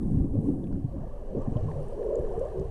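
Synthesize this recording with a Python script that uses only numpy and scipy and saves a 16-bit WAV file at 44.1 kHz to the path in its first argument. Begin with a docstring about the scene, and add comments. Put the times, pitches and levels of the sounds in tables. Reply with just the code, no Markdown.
"""Under water in a swimming pool, a swimmer pushes off the wall and kicks away.
First, big pockets of air wobble, gulp and thump in the churned water, each a gas spring loaded
by the water around it. After a lull, a cloud of smaller, higher bubbles gurgles in the wake.
Throughout, the pool adds a short reverberation and water sways against the camera case,
which muffles all but a faint fizz and a few ticks."""
import sys
import numpy as np
from scipy import signal
from scipy.fft import rfft, irfft
from scipy.io import wavfile
from scipy.ndimage import uniform_filter1d

SR = 44100
rng = np.random.default_rng(int(sys.argv[2]) if len(sys.argv) > 2 else 0)


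def wrap_up_sound(samples):
    """Save the sound to the file named by the first command line argument, as 16-bit audio."""
    columns = np.atleast_2d(samples).T
    # keep every value between -1 and 1, then stretch to whole-number steps
    tamed = np.clip(columns, -1, 1)
    steps = np.round(tamed * 32767).astype(np.int16)
    wavfile.write(sys.argv[1], SR, steps)


N = 119070
TIME = np.arange(N) / SR

# envelope of the fizz and its stray pings: time_s, relative_level_db
FIZZ_LEVELS = [(0, -78), (.19, -72.5), (.29, -81), (.4, -76.5), (.48, -70), (.56, -80), (.88, -75),
               (1.3, -71.5), (1.65, -66.5), (2.12, -68.5), (2.45, -67), (2.7, -69)]


def bubble(hz, swell_s, phase, overtone=0):
    """Damped resonance: a bubble swells and rings out, rising in pitch; a violent one adds its octave."""
    age = np.arange(int(10 * swell_s * SR)) / (swell_s * SR)   # in swell times
    pitch_hz = hz * (1 + 0.041 * (age - 1) / 2)
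    angle = 2 * np.pi * np.cumsum(pitch_hz) / SR + phase
    return age * np.exp(1 - age) * (np.cos(angle) + overtone * np.cos(2 * angle))


def swarm(spectrum, count, swell_cycles, spread_db, even_s, edge_hz):
    """Incoherent superposition: bubbles of random pitch and phase, evened out to unit power."""
    out = np.zeros(N)
    low_hz, high_hz = spectrum[0][0], spectrum[-1][0]
    for k, (jitter, height, strength, turn) in enumerate(rng.random((count, 4))):
        hz = low_hz * (high_hz / low_hz) ** height
        gain = from_db(at_hz(spectrum, hz) + spread_db * min(-np.log(1 - strength), np.pi))
        peak_s, swell_s = (k + jitter) / count * N / SR, swell_cycles / hz
        add(out, peak_s - swell_s, gain * bubble(hz, swell_s, 2 * np.pi * turn))
    out = muffle(out, edge_hz, order=6)
    window = int(even_s * SR) + 1
    power = uniform_filter1d(uniform_filter1d(out ** 2, window), window)
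    return out / np.sqrt(np.abs(power) + 1e-12)


def wake():
    """Resonant pitch varies inversely with radius: five bubble sizes, from deep churn to light trickle."""
    # bubble strength in each size class: pitch_hz, relative_level_db
    churn_spectrum = [(65, -7), (90, -3), (125, 1), (170, -7.5)]
    tumble_spectrum = [(185, -4), (245, 0.5), (290, -3.5), (340, -1.5)]
    gurgle_spectrum = [(340, -7.5), (395, -0.5), (425, 3), (455, 1.5), (485, -5.5)]
    burble_spectrum = [(490, 0), (550, 2.5), (580, -5.5), (605, -3), (660, -11.5)]
    trickle_spectrum = [(660, 3.5), (760, 5), (830, -3.5), (900, -0.5), (970, 0.5), (1070, -3),
                        (1200, -7.5), (1320, -19), (1700, -11), (2000, -25.5)]
    # envelope of each size class: time_s, relative_level_db
    churn_levels = [(0, -40), (.15, -25.5), (.29, -35), (.39, -29), (.62, -39.5), (.76, -33.5),
                    (.83, -41.5), (.9, -43.5), (1.0, -35.5), (1.15, -52), (1.29, -54), (1.38, -35.5),
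                    (1.44, -42.5), (1.62, -37), (1.72, -35.5), (1.93, -50), (2.14, -52), (2.39, -43),
                    (2.48, -50), (2.63, -34.5), (2.7, -41.5)]
    tumble_levels = [(0, -27.5), (.19, -30), (.3, -36.5), (.35, -31), (.42, -30.5), (.5, -25.5),
                     (.56, -31.5), (.77, -31.5), (.9, -49.5), (.97, -34.5), (1.12, -50.5), (1.29, -48.5),
                     (1.38, -26), (1.44, -58), (1.52, -43.5), (1.85, -47), (2.3, -45), (2.7, -63)]
    gurgle_levels = [(0, -42), (.28, -46.5), (.48, -38), (.56, -48), (.72, -48), (.85, -61.5), (.97, -53),
                     (1.16, -52), (1.32, -43.5), (1.37, -33), (1.43, -43.5), (1.8, -40.5), (1.94, -43),
                     (2.0, -32.5), (2.16, -28.5), (2.34, -36.5), (2.51, -41.5), (2.59, -32.5), (2.7, -46)]
    burble_levels = [(0, -52), (.3, -50.5), (.42, -48), (.68, -49.5), (.87, -55.5), (.96, -45.5),
                     (1.28, -46), (1.37, -34.5), (1.44, -42.5), (1.66, -49.5), (1.79, -36.5), (1.88, -46.5),
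                     (2.14, -28.5), (2.21, -35), (2.35, -42.5), (2.45, -41), (2.52, -43), (2.61, -36),
                     (2.7, -55)]
    trickle_levels = [(0, -53.5), (.3, -57), (.44, -53.5), (.85, -57.5), (1.0, -52.5), (1.1, -54.5),
                      (1.31, -56), (1.42, -46.5), (1.62, -49), (1.95, -50.5), (2.15, -49), (2.45, -47.5),
                      (2.7, -51.5)]
    churn = swarm(churn_spectrum, count=260, swell_cycles=0.77, spread_db=-1, even_s=0.12, edge_hz=275)
    tumble = swarm(tumble_spectrum, count=400, swell_cycles=1.668, spread_db=1.5, even_s=.05, edge_hz=385)
    gurgle = swarm(gurgle_spectrum, count=500, swell_cycles=2.814, spread_db=1.5,
                   even_s=0.028, edge_hz=830)
    burble = swarm(burble_spectrum, count=500, swell_cycles=3.144, spread_db=1, even_s=0.15, edge_hz=920)
    trickle = swarm(trickle_spectrum, count=1600, swell_cycles=2.8, spread_db=3, even_s=.14, edge_hz=2600)
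    return (from_db(0.5) * level(churn_levels) * churn
            + from_db(-3) * level(tumble_levels) * tumble
            + from_db(-1.5) * level(gurgle_levels) * gurgle
            + from_db(-2.5) * level(burble_levels) * burble
            + from_db(-2) * level(trickle_levels) * trickle)


def gulps():
    """Free oscillation: large bubbles break loose and ring, their wobbling surfaces modulating the tone."""
    # single bubbles: start_s, pitch_hz, relative_peak_db, swell_s
    releases = [(0.141, 251.6, -19, 0.0067), (0.177, 252.3, -17, 0.0055), (0.242, 270, -18.5, 0.0038),
                (0.242, 510, -38, 0.0064), (0.337, 281, -24, 0.0088), (0.352, 536, -31.5, .005),
                (0.471, 283.8, -17.5, 0.015), (0.493, 215, -27, .009), (0.956, 251.5, -36, 0.0076),
                (1.030, 652, -41, 0.0064), (1.345, 386, -28.5, 0.0054), (1.410, 1147, -43.5, 0.0051),
                (1.478, 209, -24.5, 0.0067), (1.554, 1026, -40, 0.006), (1.559, 214, -27, 0.0067),
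                (1.563, 596, -29.5, 0.0093), (1.645, 150.2, -23.5, 0.022), (1.682, 1040, -37.5, 0.0039),
                (1.700, 895, -39.5, 0.0041), (1.754, 143.1, -26.5, 0.023), (1.922, 540, -27.5, 0.0065),
                (1.985, 413, -30, 0.016), (2.050, 412, -28.5, 0.018), (2.119, 556.6, -25, 0.018),
                (2.160, 409, -31, 0.015), (2.339, 715, -37.5, 0.011), (2.373, 441, -24.5, 0.0088),
                (2.409, 526, -20, 0.0086), (2.452, 579, -26.5, 0.006), (2.545, 374.8, -27.5, 0.023)]
    out = np.zeros(N)
    for (start_s, hz, db, swell_s), turn in zip(releases, rng.random(len(releases))):
        add(out, start_s, from_db(db - 2.5) * bubble(hz, swell_s, 2 * np.pi * turn))
    wobble = rms_one(muffle(rng.standard_normal(N), edge_hz=97))
    return muffle(out * (1 + 0.31 * wobble), edge_hz=2200)


def thumps():
    """Nonlinear oscillation: an air cavity collapses, rebounds and shoves out a puff of water."""
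    # collapsing cavities: start_s, pitch_hz, fundamental_peak_db, swell_s
    collapses = [(0.109, 116, -25, 0.0096), (0.142, 116, -22, 0.0049), (0.17, 109, -25, 0.0064),
                 (0.196, 45.7, -19, 0.0087), (0.374, 114.4, -21.5, 0.0093), (0.743, 163.6, -27, 0.0041),
                 (0.765, 120, -42, 0.0051), (0.842, 128.4, -20, 0.0056), (1.374, 121.5, -27.5, 0.0056),
                 (1.473, 122.7, -23, 0.0064), (1.52, 115, -19.5, 0.0022), (1.556, 113.5, -17.5, 0.0059),
                 (1.623, 104.5, -24.5, .009), (2.192, 74, -27, 0.008), (2.372, 79.8, -30, 0.0079),
                 (2.601, 58.5, -22.5, 0.0042)]
    out = np.zeros(N)
    puff = 0.23 * rms_one(muffle(rng.standard_normal(N), edge_hz=330, order=6))
    for (start_s, hz, db, swell_s), turn in zip(collapses, rng.random(len(collapses))):
        add(out, start_s, from_db(db) * bubble(hz, swell_s, 2 * np.pi * turn, overtone=0.42))
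        age = np.clip((TIME - start_s) / swell_s, 0, 20)
        out += from_db(db) * age * np.exp(1 - age) * puff
    return muffle(out, edge_hz=770)


def pool(x, t60_s):
    """Reverberation: reflections from walls, floor and surface merge into an exponential tail."""
    t = TIME[:SR // 2]
    tail = rng.standard_normal(len(t)) * from_db(-60 * t / t60_s) * (t > .006)
    return signal.fftconvolve(x, tail / np.sqrt(np.sum(tail ** 2)))[:N]


def sway():
    """Hydrodynamic pressure: moving water pushes slowly on the case, making a low rumble."""
    # pressure spectrum: frequency_hz, relative_level_db
    spectrum = [(10, -6.5), (18, 7), (33, -6.5), (55, -8.5), (90, -24), (200, -36), (600, -73)]
    return from_db(-34.5) * coloured(rng.standard_normal(N), spectrum)


def ticks(ring_t60_s, snap_decay_s):
    """Impulse response: a tiny bubble pops on the case with a brief ring and an octave-wide snap."""
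    # pops: start_s, pitch_hz, ring_db, relative_snap_db
    pops = [(0.030, 3640, -58.5, -68), (0.348, 2620, -67, -65), (0.641, 3440, -54, -65),
            (0.671, 2530, -57, -60.5), (0.726, 4740, -60, -63), (0.728, 1410, -49, -66),
            (0.759, 1460, -55, -68), (1.418, 7550, -56, -57), (1.570, 3060, -47, -65),
            (1.715, 1830, -45, -57), (2.030, 1710, -48, -65), (1.884, 8800, -50, -55),
            (2.156, 7020, -43, -57), (2.194, 8700, -60, -56), (2.394, 8600, -67, -49),
            (2.596, 5870, -54, -52)]
    out, t = np.zeros(N), TIME[:SR // 10]
    for start_s, hz, ring_db, snap_db in pops:
        ring = np.sin(2 * np.pi * hz * t) * from_db(-60 * t / ring_t60_s)
        band = signal.butter(2, [hz / np.sqrt(2), hz * np.sqrt(2)], "band", fs=SR, output="sos")
        snap = rms_one(signal.sosfilt(band, rng.standard_normal(len(t)))) * np.exp(-t / snap_decay_s)
        add(out, start_s, from_db(ring_db) * ring + from_db(snap_db - 3.5) * snap)
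    return muffle(out, edge_hz=8800)


def foam():
    """Filtered shot noise: the finest bubbles fizz and hiss faintly through the case."""
    # spectra of the fizz and the higher hiss: frequency_hz, relative_level_db
    fizz_spectrum = [(900, 1), (1700, 8), (2200, 1), (3000, 3.5), (3500, -5), (4400, -2.5), (5100, -8.5),
                     (5900, -2), (6400, -7), (7000, -7), (8200, -7.5), (14000, -30)]
    hiss_spectrum = [(2000, -22.5), (6500, -9), (7700, -6.5), (8700, 1.5), (10000, -2.5), (11500, -13),
                     (14000, -23)]
    # envelope of the hiss: time_s, relative_level_db
    hiss_levels = [(0, -72.5), (.2, -74), (.28, -79), (.4, -76), (.48, -72), (.58, -77), (1.0, -84),
                   (1.4, -83), (1.8, -75), (2.13, -79), (2.42, -76.5), (2.7, -78.5)]
    fizz = coloured(crackle(per_s=3200, spread_db=3.0, smooth_ratio=1.3), fizz_spectrum)
    hiss = coloured(crackle(per_s=5400, spread_db=9.5, smooth_ratio=2.2), hiss_spectrum)
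    return from_db(0.8) * (level(FIZZ_LEVELS) * fizz + level(hiss_levels) * hiss)


def crackle(per_s, spread_db, smooth_ratio):
    """Shot noise: independent tiny pops over a smooth hiss."""
    strengths = from_db(spread_db * np.minimum(rng.exponential(1, N), 5)) * rng.choice([-1, 1], N)
    pops = rms_one(strengths * (rng.random(N) < per_s / SR))
    return pops + smooth_ratio * rng.standard_normal(N)


def prickle(count, low_hz, high_hz, t60_s):
    """Damped resonance: stray tiny bubbles ping a little louder than the fizz."""
    out, t = np.zeros(N), TIME[:SR // 40]
    for when, height, strength in rng.random((count, 3)):
        hz = low_hz + height * (high_hz - low_hz)
        excess_db = 6 + 2 * min(-np.log(1 - strength), np.pi)
        add(out, when * N / SR, from_db(excess_db - 60 * t / t60_s) * np.sin(2 * np.pi * hz * t))
    return out * level(FIZZ_LEVELS)


def from_db(db):
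    """Amplitude ratio: tenfold for every 20 decibels."""
    return 10 ** (np.asarray(db) / 20)


def rms_one(x):
    """Normalisation to unit power."""
    return x / np.sqrt(np.mean(x ** 2) + 1e-20)


def level(rows):
    """Amplitude envelope, interpolated in decibels."""
    return from_db(np.interp(TIME, *np.transpose(rows)))


def at_hz(spectrum, hz):
    """Spectral level in decibels, interpolated in log frequency."""
    points_hz, db = np.transpose(spectrum)
    return np.interp(np.log(hz), np.log(points_hz), db)


def add(out, start_s, sound):
    """Superposition of one sound at its start time."""
    onset = int(start_s * SR)
    first, end = max(onset, 0), min(onset + len(sound), N)
    if end > first:
        out[first:end] += sound[first - onset:end - onset]


def muffle(x, edge_hz, order=4):
    """Low-pass filtering with a flat passband."""
    return signal.sosfilt(signal.butter(order, min(edge_hz, .45 * SR), fs=SR, output="sos"), x)


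def coloured(x, spectrum):
    """Spectral shaping of a noise, at unit power."""
    hz = np.maximum(np.arange(N // 2 + 1) * SR / N, 1)
    return rms_one(irfft(rfft(x) * from_db(at_hz(spectrum, hz)), N))


def scene():
    """Superposition in one channel: reverberant bubbles in the pool, dry sounds at the case."""
    bubbles = wake() + gulps() + thumps()
    mix = bubbles + from_db(-16) * pool(bubbles, t60_s=0.38) + sway() + foam()
    mix += prickle(count=70, low_hz=3540, high_hz=10650, t60_s=.006)
    mix += ticks(ring_t60_s=0.012, snap_decay_s=.003)
    return mix[None]


def record(dry):
    """Soft saturation rounds the peaks; a steep low-pass cuts the highest treble."""
    ceiling, cutoff_hz = 0.28, 14200
    rounded = ceiling * np.tanh(dry / ceiling)
    return signal.sosfilt(signal.ellip(10, .2, 80, cutoff_hz, fs=SR, output="sos"), rounded)


dry = scene()
out = record(dry)
wrap_up_sound(out)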